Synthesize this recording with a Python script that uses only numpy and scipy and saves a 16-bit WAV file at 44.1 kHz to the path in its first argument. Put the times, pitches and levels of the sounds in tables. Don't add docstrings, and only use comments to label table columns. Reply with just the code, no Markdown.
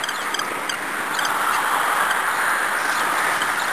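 import sys
import numpy as np
from scipy import signal
from scipy.io import wavfile
from scipy.ndimage import uniform_filter1d

SR = 44100
rng = np.random.default_rng(int(sys.argv[2]) if len(sys.argv) > 2 else 0)


def to_wav(sig):
    pcm = np.clip(np.atleast_2d(sig), -1, 1) * 32767
    pcm = np.round(pcm).astype(np.int16)
    wavfile.write(sys.argv[1], SR, pcm.T)


def gain_from_decibels(decibels):
    exponent = np.asarray(decibels, float) / 20
    return 10 ** exponent


N = 164052

# (frequency [Hz], level per Hz [dB])
FAR_SPECTRUM = [(35, -78), (60, -14), (88, -17.5), (421, -3.5), (569, -7), (966, -4), (1640, -17),
                (2180, -6.5), (5500, -38.5), (7150, -72), (12100, -120)]
# (time [s], level [dB])
FAR_LEVEL = [(0.0, -41.5), (0.23, -40.5), (0.45, -38.5), (2.47, -40.5), (2.91, -38), (3.12, -36.5),
             (3.72, -40.5)]
# (frequency [Hz], level per Hz [dB])
TYRE_SPECTRUM = [(300, -32), (600, -9), (900, -1.5), (1300, 0), (1900, -3.5), (2500, -17.5), (3300, -15),
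                 (5600, -28)]
# (time [s], level [dB], ground-echo crest [Hz])
CAR_PASS = [(0, -29, 1920), (.27, -26, 1860), (.4, -30, 2090), (.68, -30, 2380), (.9, -27, 1780),
            (1.1, -25.5, 1550), (1.35, -22.5, 1300), (1.7, -21.5, 1230), (2.0, -20, 1187),
            (2.2, -22.5, 1470), (2.55, -21.5, 1580), (2.75, -23.5, 1560), (3, -22, 1490),
            (3.3, -22.5, 1940), (3.45, -23, 1500), (3.72, -22, 1640)]
# (time [s], level [dB])
ENGINE_HUM = [(0, -66), (.25, -46), (1, -47.5), (1.75, -46), (2.05, -60), (2.75, -60), (2.95, -45.5),
              (3.4, -48.5), (3.72, -54)]
# (start [s], length [s], level [dB], centre [Hz], width [Hz])
TYRE_DRONES = [(0, 0.76, -33.5, 1258, 109), (.35, 0.5, -40, 2135, 200), (0.951, 1.8, -31.5, 883, 130),
               (1.098, 0.53, -28, 1355, 111), (1.5, 0.66, -32, 1203, 130), (1.95, 0.28, -26.5, 1586, 163),
               (2.401, 0.34, -27, 1610, 200), (2.72, 0.91, -29, 1232, 89), (2.751, 0.29, -29.5, 1556, 130),
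               (2.851, 0.9, -36.5, 908, 120), (3.1, 0.25, -29.5, 1820, 198), (1.3, 1, -39.5, 3190, 450),
               (2.281, 0.49, -44, 4110, 450), (.85, .35, -33.5, 1560, 201)]
# (time [s], level [dB])
RIPPLE_LEVEL = [(0, -44.5), (.3, -43.5), (.6, -45.5), (1.1, -45), (1.5, -43), (2.2, -52), (2.6, -48),
                (2.9, -43), (3.3, -37), (3.72, -39.5)]
# (start [s], peak [dB], second partial [Hz], first partial [dB], third partial [dB])
CLUCKS = [(0.036, -17, 3217, -3.5, -6.5), (0.087, -20, 3160, 0, -2.5), (0.3424, -16, 3206, -1.5, -4),
          (0.3905, -19, 3213, 1, 0.5), (0.6934, -17, 3170, -0.5, -2), (0.7223, -28, 2860, 5, -9),
          (0.738, -27.5, 2810, 5, -18), (1.1877, -18, 3175, 2, -4.5), (1.249, -20, 3197, -1, 3),
          (2.108, -20, 3100, 5.5, -7.5), (3.4163, -18, 3080, 1, -13)]
# (start [s], length [s], level [dB], from [Hz], to [Hz])
WHISTLES = [(0.109, 0.025, -37, 3240, 2870), (0.137, 0.028, -37, 4340, 4050),
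            (.158, 0.0087, -32.5, 4120, 3380), (.168, 0.019, -36, 3450, 3470),
            (0.183, 0.053, -35, 3450, 2960), (1.13, 0.025, -36, 3600, 3400),
            (1.143, 0.015, -28.5, 3800, 4620), (1.165, .011, -31, 4480, 3600),
            (1.208, 0.031, -35, 3700, 3230), (1.233, 0.015, -32, 3250, 3730),
            (1.29, 0.023, -35, 3580, 3510), (2.946, 0.034, -33.5, 3950, 4350),
            (2.976, 0.013, -32, 3600, 3320), (2.982, 0.014, -42, 3390, 4000),
            (2.992, 0.041, -33, 3410, 2915), (3.593, 0.015, -28.5, 3420, 4500),
            (3.607, .022, -32, 4100, 3360), (3.67, 0.022, -35, 3120, 3610)]
# (start [s], length [s], level [dB], centre [Hz], width [Hz])
RASPS = [(0.41, 0.013, -24, 1180, 200), (.446, 0.0081, -35.5, 4820, 400), (0.738, 0.018, -43, 4600, 700),
         (2.77, 0.25, -41.5, 5200, 1800), (.215, 0.0056, -36, 4600, 360), (3.635, .016, -34, 4200, 470),
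         (3.355, 0.029, -38, 3000, 300), (2.31, 0.0098, -38, 4050, 300), (.205, 0.064, -43, 4300, 790),
         (1.511, 0.061, -35.5, 4560, 1000), (1.53, 0.051, -31, 2000, 270), (1.52, 0.039, -33, 2740, 303),
         (2.335, 0.052, -39, 4200, 985), (2.488, 0.016, -43, 5140, 440), (2.915, .03, -38, 4930, 1700),
         (3.176, 0.028, -34, 3830, 900)]
# (start [s], peak [dB], spray centre [Hz])
SLAPS = [(2.7613, -30, 4800), (2.775, -29, 4500), (2.7847, -25, 5000), (2.7967, -26, 4900),
         (2.809, -30, 5100), (2.836, -27, 4600), (2.8523, -23, 4360), (2.864, -25, 4900),
         (2.896, -23, 5200), (2.914, -20, 5300), (2.922, -17, 3800), (2.937, -27, 5150),
         (2.9818, -30, 4200), (2.9943, -16, 4200), (3.003, -30, 5240), (3.0342, -25, 5100),
         (3.0511, -29, 4520), (3.0611, -34, 4500), (2.493, -27, 5200), (2.358, -27, 3800),
         (2.452, -30, 4580), (3.364, -30, 4600)]
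# (delay [s], level [dB])
RIM_ECHOES = [(.008, -9), (.0112, -11.5), (.015, -16), (.021, -20)]
# (time [s], frequency [Hz])
BAND_TOP = [(0, 12720), (.9, 12830), (2, 12600), (3.72, 12600)]


def evened(x):
    return x / np.sqrt(np.mean(x ** 2) + 1e-20)


def smooth_noise(shape, size):
    return evened(uniform_filter1d(rng.standard_normal(shape), size=size, axis=0))


def read(points, hz):
    f, value = np.transpose(points)
    return np.interp(np.log(hz + 1), np.log(f + 1), value, right=-90)


def curve(table, t, index=1):
    rows = np.array(table)
    return np.interp(t, rows[:, 0], rows[:, index])


def add(mix, s, sound):
    part = mix[max(round(s * SR), 0):][:len(sound)]
    part += sound[:len(part)]


def resonate(x, hz, width):
    turn = np.exp(2j * np.pi * hz * np.arange(len(x)) / SR)
    r = np.exp(-np.pi * width / SR)
    smoothed = signal.lfilter([(1 - r) ** 2], [1, -2 * r, r * r], x / turn)
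    return 2 * (turn * smoothed).real


def rush(field_db, patchy_db, flicker_db):
    frames = N // 128 + 6
    hz = np.fft.rfftfreq(512, 1 / SR)[:, None]
    a, b, patches = rng.standard_normal((frames, 257, 3)).T
    patches = uniform_filter1d(patches, size=4, axis=0)
    patches = evened(uniform_filter1d(patches, size=22, axis=1))
    flicker = smooth_noise(frames, 4)
    shape = field_db(hz, np.arange(frames) * 128 / SR)
    shape = shape - 10 * np.log10(np.sum(gain_from_decibels(shape) ** 2, axis=0))
    z = (a + 1j * b) * gain_from_decibels(shape + patchy_db * patches + flicker_db * flicker)
    return evened(signal.istft(z, nperseg=512, noverlap=384)[1][:N])


def far_road():
    wash = rush(lambda hz, s: read(FAR_SPECTRUM, hz) + 0 * s, patchy_db=1.0, flicker_db=-1.46)
    return wash * gain_from_decibels(7 + curve(FAR_LEVEL, np.arange(N) / SR))


def car():
    def tyre_field(hz, s):
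        octaves_off = np.log2((hz + 1) / curve(CAR_PASS, s, index=2))
        return read(TYRE_SPECTRUM, hz) + 3.5 * np.exp(-(octaves_off / 0.32) ** 2)

    roar = rush(tyre_field, patchy_db=1.12, flicker_db=-0.76)
    return roar * gain_from_decibels(curve(CAR_PASS, np.arange(N) / SR))


def engine_hum():
    t = np.arange(N) / SR
    drift = 1 + .004 * smooth_noise((N, 2), 6000).T
    low, high = np.sin(2 * np.pi * np.cumsum(drift * [[202], [298.1]], axis=1) / SR)
    lines = high + gain_from_decibels(-5) * low * np.clip(2 - t, 0, 1)
    return np.sqrt(2) * gain_from_decibels(curve(ENGINE_HUM, t)) * lines


def tyre_drones():
    out = np.zeros(N)
    for row in TYRE_DRONES:
        add(out, *rasp(*row))
    return out


def ripples():
    drips_per_s, spread_db = 5000, 1.5
    size = gain_from_decibels(spread_db * np.minimum(rng.exponential(1, N), 5))
    size *= rng.random(N) < drips_per_s / SR
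    kind = rng.integers(0, 24, N)
    out, u = np.zeros(N), np.linspace(0, 1, 90)
    for k, hz in enumerate(np.geomspace(2620, 5360, num=24)):
        ring = np.sin(2 * np.pi * hz * (1 + 0.041 * u) * u * 90 / SR)
        bubble = u * np.exp(-5.5 * u) * ring
        out += signal.oaconvolve(size * (kind == k), bubble)[:N]
    return evened(out) * gain_from_decibels(curve(RIPPLE_LEVEL, np.arange(N) / SR))


def cluck(start, peak_db, hz, first_db, third_db):
    length, sag, rise, fall = .0083, .055, .002, .003
    t = np.arange(0, length + .004, 1 / SR)
    first_hz = hz / 2 * (1 + sag * (.5 - (t / length) ** 1.32))
    phase = 2 * np.pi * np.cumsum(first_hz) / SR
    shape = np.sin(np.pi / 2 * np.clip(t / rise, 0, 1)) ** 2
    shape *= np.clip((length - t) / fall + .5, 0, 1)
    stack = -gain_from_decibels(first_db) * np.cos(phase) - np.cos(2 * phase)
    stack -= gain_from_decibels(third_db - 380.0 * t) * np.cos(3 * phase)
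    return start, gain_from_decibels(peak_db - .3) * shape * stack


def whistle(start, length, level_db, from_hz, to_hz):
    warble, warble_hz, grain_depth = .02, 130, .22
    u = np.arange(0, length, 1 / SR) / length
    hz = from_hz + (to_hz - from_hz) * u
    hz = hz * (1 + warble * np.sin(2 * np.pi * warble_hz * u * length))
    grain = 1 + grain_depth * smooth_noise(2500, 90)[:len(u)]
    tone = np.sin(2 * np.pi * np.cumsum(hz) / SR)
    return start, grain * np.sqrt(2) * gain_from_decibels(level_db) * np.sin(np.pi * u) ** .6 * tone


def rasp(start, length, level_db, hz, width):
    noise = rng.standard_normal(70000)[:round(length * SR)]
    swell = np.sin(np.linspace(0, np.pi, len(noise))) ** 0.59
    return start, gain_from_decibels(level_db) * swell * evened(resonate(noise, hz, width))


def wing_slaps():
    t60, width_hz = 0.035, 2100
    out, t = np.zeros(N), np.arange(2000) / SR
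    for start, peak_db, hz in SLAPS:
        spray = evened(resonate(rng.standard_normal(2000), hz, width_hz))
        attack = np.minimum(t / 0.00086, 1)
        add(out, start, spray * attack * gain_from_decibels(peak_db - 7.5 - 60 * t / t60))
    return out


def yard(x):
    low_hz, tail_db, t60 = 4300, -21, .12
    taps, t = np.zeros(SR // 4), np.arange(SR // 4) / SR
    for delay, level_db in RIM_ECHOES:
        taps[round(delay * SR)] = gain_from_decibels(level_db)
    taps = signal.sosfilt(signal.butter(8, low_hz, "high", fs=SR, output="sos"), taps)
    tail = rng.standard_normal(SR // 4) * (t > .008) * gain_from_decibels(-60 * t / t60)
    tail = gain_from_decibels(tail_db) * tail / np.linalg.norm(tail)
    return x + signal.fftconvolve(x, taps + tail)[:N]


def scene():
    road = far_road() + car() + engine_hum() + tyre_drones()
    water = ripples()
    birds = np.zeros(N)
    for voice, table in ((cluck, CLUCKS), (whistle, WHISTLES), (rasp, RASPS)):
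        for row in table:
            add(birds, *voice(*row))
    return (yard(birds) + water + wing_slaps() + road)[None]


def coarse_sampling(x):
    hold, step = 4, 1 / 256
    return np.repeat(np.round(x[:, ::hold] / step) * step, hold, axis=1)[:, :N]


def calls_standing_out(z, hz, near):
    call = abs(z[0] * (near < 2600)).max(axis=0)
    masked = uniform_filter1d(1. * (call > gain_from_decibels(11) * np.median(call)), size=9) > .1
    road = uniform_filter1d((abs(z[0]) ** 2 * (hz < 2400)).sum(axis=0), size=90)
    masked = masked * (road < gain_from_decibels(2 * -2.5) * np.median(road))
    return uniform_filter1d(1. * masked, size=5)


def thinned(x):
    hz, t, z = signal.stft(x, SR, nperseg=1024, noverlap=768)
    hz = hz[:, None]
    jumps = np.sign(rng.standard_normal((len(t) // 14 + 1, 2)))
    sway = 130 * np.repeat(jumps, 14, axis=0)[:len(t)].T
    below_gap = 10660 + sway[0] / 2 - hz
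    above_gap = hz - 11350 - sway[1]
    keep = np.clip((curve(BAND_TOP, t) - hz) / 90, 0, 1)
    keep = keep * np.clip(np.maximum(below_gap, above_gap) / 40, 0, 1)
    near = abs(hz - SR / 8)
    keep = keep * (1 - .74 * calls_standing_out(z, hz, near) * np.clip((260 - near) / 100, 0, 1))
    a, b = rng.standard_normal((len(t), len(hz), 2)).T
    depth, treble = .2, hz > 4000
    blur = (1 + depth * (a + 1j * b) * treble) / np.sqrt(1 + 2 * depth ** 2 * treble)
    return signal.istft(z * keep * blur, SR, nperseg=1024, noverlap=768)[1][:, :N]


def band_limit(x):
    return signal.sosfilt(signal.butter(12, 12890, fs=SR, output="sos"), x)


def record(dry):
    heard = signal.sosfilt(signal.butter(6, 98, "high", fs=SR, output="sos"), dry)
    mix = thinned(coarse_sampling(heard)) - .0039
    return band_limit(mix)


dry = scene()
out = record(dry)
to_wav(out)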